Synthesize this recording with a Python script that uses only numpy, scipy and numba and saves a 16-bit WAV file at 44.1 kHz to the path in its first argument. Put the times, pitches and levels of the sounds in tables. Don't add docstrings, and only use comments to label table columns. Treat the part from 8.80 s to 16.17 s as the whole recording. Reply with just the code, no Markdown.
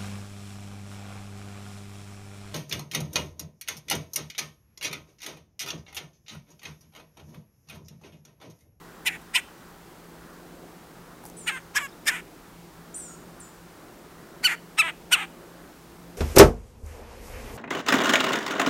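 import sys
import numpy as np
from scipy import signal
from scipy.fft import rfft, irfft
from scipy.io import wavfile
from scipy.ndimage import uniform_filter1d
from numba import njit

SR = 44100
rng = np.random.default_rng(int(sys.argv[2]) if len(sys.argv) > 2 else 0)


def log_audio(samples):
    frames = np.atleast_2d(samples).T
    limited = np.clip(frames, -1, 1)
    pcm = np.round(limited * 32767).astype(np.int16)
    wavfile.write(sys.argv[1], SR, pcm)


N = 325017
TOP_HZ = 15800


def undb(db):
    return 10 ** (np.asarray(db) / 20)


def unit(x):
    return x / np.sqrt(np.mean(x ** 2) + 1e-20)


def steady(x, size=220):
    power = uniform_filter1d(uniform_filter1d(x ** 2, size), size // 2)
    return x / np.sqrt(np.abs(power) + 1e-14)


def walk(rate_hz, n):
    at = np.arange(n) / SR * rate_hz
    return 1.2 * np.interp(at, np.arange(4096), rng.standard_normal(4096))


def ramp(x):
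    return np.clip(x, 0, 1)


def bell(t, width_s):
    return np.exp(-(t / width_s) ** 4)


def phase(hz):
    return 2 * np.pi * np.cumsum(hz) / SR


@njit
def svf(x, hz, width):
    y, band_state, low_state = np.empty(len(x)), 0., 0.
    for i in range(len(x)):
        g = np.tan(np.pi * hz[i] / SR)
        damping = width[i] / hz[i]
        v = (band_state + g * (x[i] - low_state)) / (1 + g * (g + damping))
        band_state = 2 * v - band_state
        low_state += 2 * g * v
        y[i] = damping * v
    return y


def resonate(x, hz, width):
    centre_hz = np.minimum(hz, SR * 9 / 20) * np.ones(len(x))
    return svf(x, centre_hz, width * np.ones(len(x)))


def steep(x, hz, width):
    return resonate(resonate(x, hz, width), hz, width)


def ring(x, modes):
    return sum(undb(db) * resonate(x, hz, width) for hz, width, db in modes)


def band(x, lo_hz, hi_hz, order=3):
    edges = [lo_hz, min(hi_hz, SR / 2 - 500)]
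    return signal.sosfilt(signal.butter(order, edges, "band", fs=SR, output="sos"), x)


def add(out, start_s, x):
    i = int(start_s * SR)
    out[i:i + len(x)] += x[:N - i]


def yard(level_db=-48.5, flicker_db=1.5):
    # pitch_hz, relative density_db (per Hz)
    air_spectrum = [(15, -43), (25, -13.5), (62, -8), (91, -17.5), (122, -9.5), (140, -22.5), (152, -6),
                    (169, -6.5), (198, -10), (340, -7.5), (598, -14.5), (782, -14.5), (1380, -17),
                    (2630, -26.5), (15500, -34)]
    f = np.fft.rfftfreq(N, 1 / SR) + 1
    hz, db = np.transpose(air_spectrum)
    shape = undb(np.interp(np.log(f), np.log(hz), db))
    air = unit(irfft(rfft(rng.standard_normal(N)) * shape, N))
    for lo_hz, hi_hz in ((220, 750), (500, 600), (1000, 2000)):
        part = irfft(rfft(air) * ((f > lo_hz) & (f < hi_hz)), N)
        air = air + part * (undb(flicker_db * walk(6, N)) - 1)
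    return undb(level_db) * air


def hum(drift_hz=1.63, whine_hz=13720, whine_db=-74):
    # pitch_hz, level_db (rms), waver_db (spread; its sign only flips the drift)
    machine_tones = [(58.6, -80, 4.5), (127, -71.5, 3.5), (170.8, -55.5, 2.4), (342.6, -64, -3)]
    tones = np.zeros(N)
    for hz, db, waver_db in machine_tones:
        level = undb(db + waver_db * walk(14, N))
        tones += level * np.sin(phase(hz + drift_hz * walk(14, N)))
    whine = undb(whine_db) * np.sin(2 * np.pi * whine_hz * np.arange(N) / SR)
    return np.sqrt(2) * (tones + whine)


def far_calls(width_hz=170):
    # start_s, length_s, level_db (rms), pitch_hz
    distant_notes = [(4.234, 0.16, -60, 1380), (4.566, 0.13, -62, 1340), (4.951, 0.24, -66, 1370)]
    out = np.zeros(N)
    for start, length, db, hz in distant_notes:
        n = int(length * SR)
        hoarse = steep(rng.standard_normal(n), hz, width_hz)
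        add(out, start, undb(db) * unit(np.sqrt(np.hanning(n)) * hoarse))
    return out


def chirps():
    # start_s, length_s, start_hz, end_hz, level_db (the crest peaks 6 dB above it)
    slurs = [(3.083, 0.019, 5850, 4480, -58), (3.118, 0.02, 3260, 4130, -59),
             (3.243, .014, 5800, 4900, -61)]
    out = np.zeros(N)
    for start, length, start_hz, end_hz, db in slurs:
        n = int(length * SR)
        tone = np.sin(phase(np.linspace(start_hz, end_hz, n)))
        add(out, start, undb(db) * 2 * np.hanning(n) * tone)
    return out


def small_bird(upper_db=1.0, overtone_db=-19, undertone_db=-15, upper_scoop=0.38):
    # start_s, length_s, rise_s (to the top), glide_s (half of the way down), lower_top_hz,
    # lower_end_hz, upper_top_hz, upper_end_hz (the ends are approached), level_db (lower voice, before the fade)
    seet_notes = [(2.566, 0.23, 0.013, 0.06, 7950, 6240, 9200, 8250, -49.5),
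                  (4.139, 0.22, 0.035, 0.076, 8100, 6440, 9000, 8100, -41.5),
                  (4.598, 0.11, 0.0019, 0.0097, 8700, 7030, 9960, 7800, -50)]
    scoop_s, attack_s = 0.067, 0.006
    fade_depth_db, fade_shape = 14.5, 1.57
    waver, hoarse = 0.0065, 0.24
    out = np.zeros(N)
    for start, length, rise, glide, lower_top, lower_end, upper_top, upper_end, db in seet_notes:
        n = int(length * SR)
        t = np.arange(n) / SR
        scoop = (np.minimum(t - rise, 0) / scoop_s) ** 2
        height = 1 / (1 + (np.maximum(t - rise, 0) / glide) ** 2)
        lower_hz = (lower_end + height * (lower_top - lower_end)) * 2 ** -scoop
        upper_hz = (upper_end + height * (upper_top - upper_end)) * 2 ** (-upper_scoop * scoop)
        fade_db = -fade_depth_db * (t / length) ** fade_shape
        gate = ramp(np.minimum(t, length - t) / attack_s)
        lower = phase(lower_hz * (1 + waver * walk(1540, n)))
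        upper = phase(upper_hz * (1 + waver * walk(1540, n)))
        upper_gain = undb(upper_db + 0.84 * fade_db + 3 * walk(110, n))
        voice = np.sin(lower) + upper_gain * np.sin(upper)
        voice += undb(overtone_db) * np.sin(3 / 2 * lower)
        voice += undb(undertone_db) * np.sin(2 / 3 * upper)
        level = np.sqrt(2) * gate * undb(db + fade_db)
        add(out, start, level * voice * (1 + hoarse * walk(2900, n)))
    return out


def claws(size=4000):
    # start_s, tick_db (scratch before its band-pass), knock_db (15.5 dB is added below),
    # length_s (decay to 1/e)
    touches = [(0.251, -46, -54, 0.0035), (0.3694, -53, -49, 0.0026), (0.415, -49, -67, 0.0073),
               (2.438, -43, -50.5, 0.0035), (2.453, -38, -55, 0.0034), (2.46, -41.5, -66, 0.018),
               (2.498, -35, -60, 0.0029), (3.2557, -46, -55, 0.002)]
    # pitch_hz, width_hz, gain_db
    box_modes = [(860, 160, 14.5), (1530, 190, -6), (3300, 250, -3)]
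    out = np.zeros(N)
    t = np.arange(size) / SR
    for start, tick_db, knock_db, length in touches:
        grit = undb(6.4 * walk(1350, size))
        scratch = rng.standard_normal(size) * grit * np.exp(-t / length)
        tick = undb(tick_db) * band(scratch, 5400, 13000, order=2)
        knock = undb(knock_db + 15.5) * ring(scratch, box_modes)
        add(out, start, tick + knock)
    return out


def pulses(cycle, hz, count=56):
    k = np.arange(1, count + 1)[:, None]
    return unit(np.sum((k * hz < TOP_HZ) * np.cos(2 * np.pi * k * cycle), axis=0))


def syrinx(hz, rough, whistle, jitter=0.0778, shimmer_db=4, hiss=1.0, whistle_jitter=0.039, second_side=2.2):
    n = len(hz)
    cycle, other = (rng.random() + np.cumsum(hz * (1 + jitter * rough * walk(450, n))) / SR for _ in range(2))
    slaps = unit(pulses(cycle, hz) + second_side * rough * pulses(other, hz))
    slaps = slaps * undb(shimmer_db * rough * walk(492, n))
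    air = unit(np.exp(-(cycle % 1)) * rng.standard_normal(n))
    rattle = unit(slaps + hiss * rough * air)
    locked_cycle = 3 * np.cumsum(hz * (1 + whistle_jitter * rough * walk(700, n))) / SR
    locked = pulses(locked_cycle, 3 * hz)
    return np.sqrt(1 - whistle) * rattle + np.sqrt(whistle) * locked


def call_level(t, swell_s, decay_s, length_s, release_s, bark_db, growl_db, depth_db):
    bark_shape, growl_attack_s, growl_release_db = 1.97, 0.012, 11
    side_s = np.where(t < 0, swell_s, decay_s)
    bark = undb(bark_db - depth_db * np.abs(t / side_s) ** bark_shape)
    release = ramp(1 - (length_s - t) / release_s)
    growl = ramp(t / growl_attack_s) * undb(growl_db - growl_release_db * release)
    return 20 * np.log10(np.hypot(bark, growl) + 1e-9)


def call_pitch(t, middle_s, bark_hz, glide, growl_hz):
    arch_s = 0.045
    break_s, break_width_s, sag_octaves_per_s = 0.031, 0.00384, 1.84
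    bark = bark_hz * 2 ** (glide * t - (t / arch_s) ** 2)
    growl = growl_hz * 2 ** (-sag_octaves_per_s * (t - middle_s))
    broken = (1 + np.tanh((t - break_s) / break_width_s)) / 2
    return bark + (growl - bark) * broken


def call_texture(t, bark_calm_s, growl_calm_s, bark_rough, growl_rough, bark_whistle, growl_whistle):
    edge_rough = 0.692
    bark_half_s, growl_half_s, whistle_half_s = 0.0137, 0.0237, 0.018
    in_bark = bell(t - bark_calm_s, bark_half_s)
    in_growl = bell(t - growl_calm_s, growl_half_s)
    rough = edge_rough + in_bark * (bark_rough - edge_rough) + in_growl * (growl_rough - edge_rough)
    whistle = bark_whistle * bell(t - bark_calm_s, whistle_half_s)
    whistle = whistle + growl_whistle * ramp(1 + (t - growl_calm_s) / growl_half_s)
    return ramp(rough), ramp(whistle)


def woodpecker(keynote_db=-10, shut_db=-14, fade_s=0.0022):
    # crest_s (of the bark), swell_s (before it), decay_s (after it), length_s (after it),
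    # release_s (of the growl), bark_db, growl_db, bark_treble_db, growl_treble_db, bark_rate_hz (pulses),
    # glide (octaves per s at the crest), growl_rate_hz (pulses), bark_rough, growl_rough (0-1),
    # bark_whistle, growl_whistle (share 0-1), bark_calm_s, growl_calm_s (calmest moments after the crest)
    chah_calls = [(0.275, 0.02, 0.027, 0.097, 0.012, -20, -38.5, -28, -54, 498, -6.5, 377, 0.38, 0.43, 0.17, 0, 0.0014, 0.062),
                  (0.562, 0.022, 0.022, 0.04, 0.017, -17, -28.5, -25.5, -37, 511.7, 0, 398, 0.42, 0.57, 0.06, 0.1, -0.004, 0.022),
                  (2.686, 0.021, 0.031, 0.107, 0.017, -23, -35.5, -33, -50.5, 483.3, -4, 527, 0.38, .12, 0.15, 0, 0.0018, 0.055),
                  (2.972, 0.023, 0.025, 0.1, .014, -19.5, -34.5, -25.5, -45.5, 568.6, -1.5, 558, 0.77, 0, 0.64, 0.12, -0.0021, 0.072),
                  (3.287, 0.024, 0.024, 0.12, 0.05, -18, -32.5, -22.5, -45.5, 612, -3.5, 499.5, 0.52, 0.34, 0.09, 0, 0.0016, .04),
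                  (5.659, 0.024, 0.027, 0.093, 0.024, -16, -26.5, -20.5, -41, 499, -6, 483.6, 0.2, 0.85, 0.83, 0, .002, .06),
                  (6.001, 0.023, 0.027, 0.11, 0.015, -13.5, -29, -24, -48.5, 440, -5, 331.2, 0.17, 0.08, 0.93, .15, 0.0036, 0.052),
                  (6.336, 0.021, 0.026, 0.12, 0.026, -13, -31, -20.5, -48.5, 491, -8, 419.6, 0.27, 0.52, 0.64, 0.09, 0.0055, 0.057)]
    # bark_hz, growl_hz (resonance), bark_width_hz, growl_width_hz, lower_beak_hz,
    # lower_beak_db (gain before the beak's cut below), upper_beak_hz, windpipe_treble_db
    throat_shapes = [(2460, 2020, 910, 1170, 4840, 22, 9300, 16),
                     (2600, 2010, 1100, 1600, 4940, 13.5, 8330, -1.5),
                     (2350, 1700, 2500, 1600, 5000, -13, 8530, 1),
                     (1840, 1530, 970, 3800, 5580, 23, 7800, 5),
                     (1780, 1950, 670, 2200, 5100, 23.5, 8240, 8.5),
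                     (2700, 1650, 920, 1640, 4270, 28.5, 8150, 12.5),
                     (2370, 2110, 740, 4100, 5400, 13, 8390, -2.5),
                     (2640, 2200, 430, 5800, 5500, 13, 8400, 1.5)]
    # pitch_hz, width_hz, gain_db
    windpipe_low = [(880, 300, -10), (1450, 300, -23), (3200, 500, -11)]
    # pitch_hz, width_hz, gain_db (each call's windpipe_treble_db is added)
    windpipe_high = [(7240, 780, -6.5), (9160, 1950, -9.5), (11600, 780, -11.5), (13800, 1100, -18)]
    bark_depth_db, treble_depth_db, treble_lead_s = 21.5, 29, 0.0041
    out = np.zeros(N)
    for call, shape in zip(chah_calls, throat_shapes):
        (crest, swell, decay, length, release, bark_db, growl_db, bark_treble_db, growl_treble_db,
         bark_rate, glide, growl_rate, bark_rough, growl_rough, bark_lock, growl_lock, bark_calm, growl_calm) = call
        bark_hz, growl_hz, bark_width, growl_width, lower_hz, lower_db, upper_hz, pipe_db = shape
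        t = np.arange(-2 * swell, length + fade_s, 1 / SR)
        gate = ramp(np.minimum(t - t[0], t[-1] - t) / fade_s)
        db = call_level(t, swell, decay, length, release, bark_db, growl_db, bark_depth_db)
        treble_db = call_level(t + treble_lead_s, swell, decay, length + treble_lead_s, release,
                               bark_treble_db, growl_treble_db, treble_depth_db)
        hz = call_pitch(t, growl_calm, bark_rate, glide, growl_rate)
        rough, whistle = call_texture(t, bark_calm, growl_calm, bark_rough, growl_rough, bark_lock, growl_lock)
        source = syrinx(hz, rough, whistle)
        effort = ramp(1 + (db - db.max()) / 14)
        width = growl_width + np.maximum(effort, whistle) * (bark_width - growl_width)
        throat = steep(source, growl_hz + effort * (bark_hz - growl_hz), width)
        keynote = undb(keynote_db) * whistle * steep(source, 3 * hz, 1360)
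        windpipe = (1 - whistle) * ring(source, windpipe_low)
        body = band(throat + keynote + windpipe, 672, 3040, order=5)
        gape = np.maximum(effort, t < 0)
        body = body + undb(-14.5) * gape * steep(source, 3700, 1800)
        lower_beak = undb(lower_db + shut_db * (2 - gape)) * steep(source, lower_hz, 800)
        upper_beak = steep(source, upper_hz, 1330)
        pipe_treble = undb(pipe_db) * band(ring(source, windpipe_high), 4030, 14400)
        treble = lower_beak + upper_beak + pipe_treble
        voice = undb(db) * steady(body) + undb(treble_db) * steady(treble)
        add(out, crest + t[0], gate * voice)
    return out


def trees(x, t60_s, db, size=26000):
    t = np.arange(size) / SR
    tail = rng.standard_normal(size) * undb(-60 * t / t60_s) * (1 - np.exp(-t / 0.047))
    return undb(db) * signal.fftconvolve(x, tail / np.linalg.norm(tail))[:N]


def scene():
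    far = far_calls() + chirps() + small_bird()
    near = claws() + woodpecker()
    far = far + trees(far, t60_s=0.45, db=-10)
    near = near + trees(near, t60_s=0.3, db=-26)
    return (yard() + hum() + far + near)[None]


def record(dry):
    return signal.sosfilt(signal.ellip(10, .2, 70, TOP_HZ, fs=SR, output="sos"), dry)


dry = scene()
out = record(dry)
log_audio(out)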